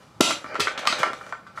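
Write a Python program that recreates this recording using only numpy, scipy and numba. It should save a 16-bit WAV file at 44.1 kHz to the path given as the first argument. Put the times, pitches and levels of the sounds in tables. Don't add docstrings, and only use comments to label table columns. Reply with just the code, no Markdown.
import sys
import numpy as np
from scipy import signal
from scipy.fft import rfft, irfft
from scipy.io import wavfile
from scipy.ndimage import uniform_filter1d
from numba import njit

SR = 44100
rng = np.random.default_rng(int(sys.argv[2]) if len(sys.argv) > 2 else 0)


def unload_wav(signal):
    wavfile.write(
        sys.argv[1],
        SR,
        np.round(np.clip(np.atleast_2d(signal).T, -1, 1) * 32767).astype(np.int16),
    )


N = 70560

# (frequency [Hz], relative level [dB], t60 [s])
MAGAZINE_MODES = [(528, 7, 0.022), (619.6, 8, 0.021), (713, 2.5, 0.028), (849, 0.5, 0.012),
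                  (1107, -11.5, 0.07), (1182.7, -15.5, 0.15), (1200, -8, 0.07), (1327, -1.5, 0.035),
                  (1361, -15.5, 0.2), (1515, -3.5, 0.037), (1778, 1, 0.017), (2076, 2.5, 0.02),
                  (2174, 2, 0.02), (2380, -3, 0.043), (2760, -5.5, 0.012), (3000, -3, 0.016)]
# (frequency [Hz], gain [dB])
METAL_COLOUR = [(880, -7.5), (1500, -0.5), (3220, 2.5), (3960, -0.5), (4640, -2.5), (5070, -4), (6560, -8),
                (12200, -20.5), (16000, -37)]
TAP_MS = 0.24


def undb(db):
    return 10 ** (np.asarray(db) / 20)


def unit(x):
    return x / np.sqrt(np.mean(x ** 2))


def colour(x, table):
    frequency = np.maximum(np.arange(N // 2 + 1) * SR / N, 1)
    hz, db = np.array(table).T
    gain_db = np.interp(np.log(frequency), np.log(hz), db)
    return irfft(rfft(x) * undb(gain_db), N)


def lift(x, db):
    treble = signal.sosfilt(signal.butter(1, 6370, "high", fs=SR, output="sos"), x)
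    return x + (undb(db) - 1) * treble


def ring(x, hz, t60):
    radius = np.exp(-np.log(1000) / (max(t60, .003) * SR))
    angle = 2 * np.pi * hz / SR
    return signal.lfilter([0, np.sin(angle)], [1, -2 * radius * np.cos(angle), radius ** 2], x)


def soften(x, ms):
    t = np.arange(256) / SR / (ms / 1000)
    pulse = t * np.exp(-np.e * t)
    return signal.lfilter(pulse / pulse.sum(), 1, x)


def near_db(hz, centre_hz, octaves):
    return -6 * (np.log2(hz / centre_hz) / octaves) ** 2


def burst(shape):
    x = rng.standard_normal(len(shape))
    for _ in range(6):
        spectrum = rfft(np.sign(x) * shape)
        x = irfft(spectrum / (np.abs(spectrum) + 1e-12), len(shape))
    return np.sign(x) * shape


def slide():
    # (time [s], ring level [dB], hiss level [dB])
    levels = [(0, -56, -63.5), (0.098, -65, -71), (.43, -49.5, -60), (.52, -40.5, -70), (.75, -40.5, -87),
              (.84, -38, -62), (.96, -40, -53), (1.022, -32, -76), (1.169, -50.5, -59.5), (1.298, -48, -60),
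              (1.379, -60, -100), (1.53, -59.5, -79), (1.6, -47.5, -51)]
    grains_per_s, grain_spread_db = 790, 1
    s, ring_db, hiss_db = np.array(levels).T
    t = np.arange(N) / SR
    grains = (rng.random(N) < grains_per_s / SR) * rng.standard_normal(N)
    grains = grains * undb(grain_spread_db * rng.exponential(size=N))
    soft_grains = soften(grains, TAP_MS)
    body = 0
    for k, (hz, db, t60) in enumerate(MAGAZINE_MODES):
        body = body + (-1) ** k * undb(db) * ring(soft_grains, hz, t60 / 2)
    hiss = colour(unit(grains) + rng.standard_normal(N), METAL_COLOUR)
    hiss = unit(lift(hiss, 31))
    return undb(np.interp(t, s, ring_db)) * unit(body) + undb(np.interp(t, s, hiss_db)) * hiss


def scrape():
    # (start [s], length [s], centre [Hz], width setting [Hz], level before gate [dB])
    drag = (0.455, 0.075, 4750, 450, -54)
    s, length, hz, width_hz, db = drag
    t = np.arange(N) / SR
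    times = [s, s + length / 10, s + length, s + 2 * length]
    gate = np.interp(t, times, [0.046, 0.84, 0.55, 0.075])
    return undb(db) * gate * unit(ring(rng.standard_normal(N), hz, 1.9 / width_hz))


def tone():
    # (frequency [Hz], gain [dB])
    air_colour = [(25, -0.5), (50, 19.5), (100, 3.5), (200, -3), (400, -16.5), (700, -13.5), (1330, -11.5),
                  (1600, -30), (4000, -28.5), (12200, -41.5), (16000, -54)]
    return undb(-41.5) * unit(colour(rng.standard_normal(N), air_colour))


def hum():
    # (time [s], level [dB])
    levels = [(0, -42), (0.192, -41.5), (.4, -50), (1.4, -50.5), (1.519, -48.5), (1.6, -51)]
    level_db = np.interp(np.arange(N) / SR, *np.array(levels).T)
    return undb(level_db) * unit(ring(rng.standard_normal(N), 110, 1.4))


def knocks():
    # (time [s], ring level [dB], ring centre [Hz], ring spread [octaves], thud level [dB],
    # thud centre [Hz], crack level [dB], crack treble lift [dB], contact length [ms])
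    contacts = [(0.2051, -13.5, 930, 0.53, -3, 435, -36, 8, 7.7),
                (.2080, 7.5, 870, 0.82, 13, 339.6, 0, 13, 3.77),
                (0.306, -13, 1200, 0.47, -31, 500, -17, 0.5, 4),
                (.443, -26, 1270, 0.79, -37.5, 298, -44, 5, 2.2),
                (0.45, -30.5, 1490, .6, -44, 300, -50, 5, 2.2),
                (.461, -30, 1590, 0.77, -44, 295, -56, -16, 4.5),
                (.521, -28.5, 1070, 0.51, -39, 390, -62, 1, 6.7),
                (.544, -31, 1380, .6, -24, 400, -24, -21, 0.86),
                (0.5541, -19.5, 1120, 0.75, -47, 413, -27, -18, 1.9),
                (.562, -26.5, 1320, 0.88, -40, 413, -35, -18, 3.4),
                (.590, -50, 915, .6, -17.5, 420, -60, -3, 4),
                (.596, -19, 1450, 0.57, -12.5, 160, -29, 15, 9.8),
                (.602, -32, 1530, 0.34, -17.5, 420, -11, -5.5, 6),
                (0.613, -38, 1500, 0.48, -24, 110, -20, -17, 2.5),
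                (.671, -10.5, 1580, 0.56, -21.5, 430, -23, -22, 3.8),
                (0.681, -17, 1520, 0.77, -53, 400, -25, -19, 2.4),
                (0.683, -31, 1390, 1, -57, 400, -35, -10, 0.85),
                (0.701, -29, 1390, .3, -42, 400, -47, -10, 7.3),
                (.776, -21.5, 1380, 0.7, -36.5, 307, -22.5, -27, 5.3),
                (.791, -25, 1320, 0.77, -37.5, 300, -27, 3, 2.7),
                (.832, -22.5, 1200, 0.77, -56, 300, -41, -16, 1.3),
                (.853, -17.5, 960, 0.65, -41, 456, -24.5, -5, 2),
                (.865, -16.5, 1200, .5, -57, 400, -28.5, -4, 3.7),
                (.872, -28, 1990, 0.26, -50, 400, -5, -3, 2.44),
                (0.874, -0.5, 1156, 0.061, -45, 400, -43, -10, 1.8),
                (.901, -20, 1170, 0.42, -35, 300, -36, -26, 3.9),
                (0.9259, -14, 1000, 0.64, -18, 350, -12.5, -30, 1.7),
                (.932, -17.5, 1400, 0.39, -55, 350, -33, -20, 2),
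                (.983, -21.5, 1400, 0.77, -24, 170, -34, 10, 19),
                (0.9998, -34, 1430, .6, -12.5, 170, -29, -7, 8.9),
                (1.031, -7.5, 1200, 1.11, -48, 490, -15.5, -6, 2.4),
                (1.037, -10, 1310, 0.73, -42, 460, -55, -1, 1.7),
                (1.043, -20, 1330, 1.1, -38, 450, -37, 5, 0.82),
                (1.050, -29, 1580, 1.1, -29, 420, -45, -9, 6.3),
                (1.062, -20.5, 1280, 1.03, -28, 420, -47, -9, 2.4),
                (1.073, -25, 1210, 0.77, -22.5, 416, -50, -1, 2.5),
                (1.101, -29, 1300, 0.33, -22, 370, -58, -5, 3),
                (1.132, -26.5, 1230, 0.77, -38, 296, -28, 1, 1.6),
                (1.211, -26.5, 1490, 0.41, -41, 397, -54, -5, 0.48),
                (1.265, -33.5, 1055, 1.1, -38, 400, -47.5, 14.5, 1.3),
                (1.292, -36.5, 1290, 0.77, -44, 298, -50, 13, 2.9),
                (1.3241, -18.5, 1270, 0.88, -43, 391, -31.5, -22, 1.43),
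                (1.332, -20.5, 1460, 0.2, -40, 405, -50, -5, 1.2),
                (1.351, -28.5, 1500, .6, -50, 400, -54, -19, 1.8),
                (1.466, -29.5, 1420, 0.33, -58, 395, -48, -4, 10.4),
                (1.556, -38, 1410, 0.41, -57, 294.5, -54, 10, 28),
                (1.575, -23, 1500, 0.62, -57, 412, -51.5, 9, 6.8),
                (1.584, -28, 1096, 0.71, -57, 406, -43, 6, 2.1)]
    # (frequency [Hz], relative level [dB], t60 [s])
    stock_modes = [(91.5, 11.5, 0.14), (160, -8.5, 0.032), (222, -14, 0.041), (273.4, 14, 0.012),
                   (350, -17.5, 0.069), (420, -1, 0.048)]
    polarity = [1, -1, 1, -1, 1, 1, 1, 1, 1, -1, 1, -1, 1, -1, 1, -1]
    contacts_per_s, chatter_db = 1800, -11
    scatter_db, detune = 2, 0.005
    push_ms, thud_octaves = 0.7, 0.2
    size = 8192
    t = np.arange(size) / SR
    body, crack = np.zeros(N + size), np.zeros(N + size)
    shell = signal.butter(2, 785, "high", fs=SR, output="sos")
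    push = soften(1. * (t == 0), push_ms)
    for s, ring_db, ring_hz, spread, thud_db, thud_hz, crack_db, lift_db, ms in contacts:
        i = int(s * SR)
        length = max(ms, .2) / 1000
        taps = (rng.random(size) < contacts_per_s / SR) * rng.standard_normal(size)
        taps = taps * np.exp(-t / length) * undb(chatter_db)
        taps[0] = 1
        taps = taps / np.sqrt(np.sum(taps ** 2))
        taps = signal.sosfilt(shell, soften(taps, TAP_MS))
        for sign, (hz, db, t60) in zip(polarity, MAGAZINE_MODES):
            level_scatter, pitch_scatter = rng.standard_normal(size=2)
            mode_db = ring_db + db + near_db(hz, ring_hz, max(spread, .1)) + scatter_db * level_scatter
            body[i:i + size] += sign * undb(mode_db) * ring(taps, hz * (1 + detune * pitch_scatter), t60)
        for hz, db, t60 in stock_modes:
            mode_db = thud_db + db + near_db(hz, thud_hz, thud_octaves)
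            body[i:i + size] += undb(mode_db) * ring(push, hz, t60)
        shape = np.e * t / length * 2 * np.exp(-2 * t / length)
        crack[i:i + size] += lift(burst(shape) * undb(crack_db), lift_db)
    return body[:N], colour(crack[:N], METAL_COLOUR)


def room(x):
    # (band centre [Hz], relative level [dB], t60 [s])
    bands = [(119.5, -1, 0.27), (268, -2.5, 0.27), (500, -1.5, 0.31), (1000, 0, 0.29), (1903, 2.5, 0.25),
             (3610, 1.5, 0.25), (7260, 4, 0.24), (15000, -3, 0.17)]
    build_up_s, even_hz, broad_hz = 0.002, 35, 500
    t = np.arange(SR // 2) / SR
    tail = 0
    for hz, db, t60 in bands:
        edges = [hz / np.sqrt(2), hz * np.sqrt(2)]
        octave = signal.butter(2, edges, "band", fs=SR, output="sos")
        band = signal.sosfilt(octave, rng.standard_normal(len(t)))
        tail = tail + band * undb(db - 60 * t / t60)
    spectrum = rfft(tail, SR)
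    power = np.abs(spectrum) ** 2 + 1e-12
    broad = uniform_filter1d(power, size=broad_hz)
    narrow = uniform_filter1d(power, size=even_hz)
    tail = irfft(spectrum * np.sqrt(broad / narrow), SR)[:len(t)]
    tail = tail * (1 - np.exp(-(t / build_up_s) ** 2))
    tail = tail / np.sqrt(np.sum(tail ** 2))
    return signal.fftconvolve(x, tail)[:N] * undb(-1)


def scene():
    # (frequency [Hz], gain [dB])
    side_colour = [(60, -14), (110, -26), (200, -20.5), (380, -24.5), (700, -26.5), (1290, -21.5),
                   (2380, -19.5), (4400, -18.5), (8120, -21), (15000, -59)]
    body, crack = knocks()
    rub = slide() + scrape()
    sent = undb(-8) * body + crack + rub
    mid = body + crack + rub + room(sent) + tone() + hum()
    side = colour(np.sqrt(2) * room(sent) + tone(), side_colour)
    return np.array([mid + side, mid - side])


@njit
def follow(x, up, down):
    e, y = 1e-6, np.empty(len(x))
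    for i in range(len(x)):
        e += (x[i] - e) * (up if x[i] > e else down)
        y[i] = e
    return y


def record(dry):
    limit_db, ratio, attack_s, release_s = -18, 7.7, 0.0043, 0.019
    low_cut_hz, top_hz = 168.6, 16400
    loudest = np.abs(dry).max(axis=0)
    envelope = follow(loudest, 1 / (attack_s * SR), 1 / (release_s * SR))
    gain = np.minimum(1, undb(limit_db) / envelope) ** (1 - 1 / ratio)
    rounded = np.tanh(dry * gain)
    thin = signal.sosfilt(signal.butter(3, low_cut_hz, "high", fs=SR, output="sos"), rounded)
    return signal.sosfilt(signal.ellip(10, .2, 80, top_hz, fs=SR, output="sos"), thin)


dry = scene()
out = record(dry)
unload_wav(out)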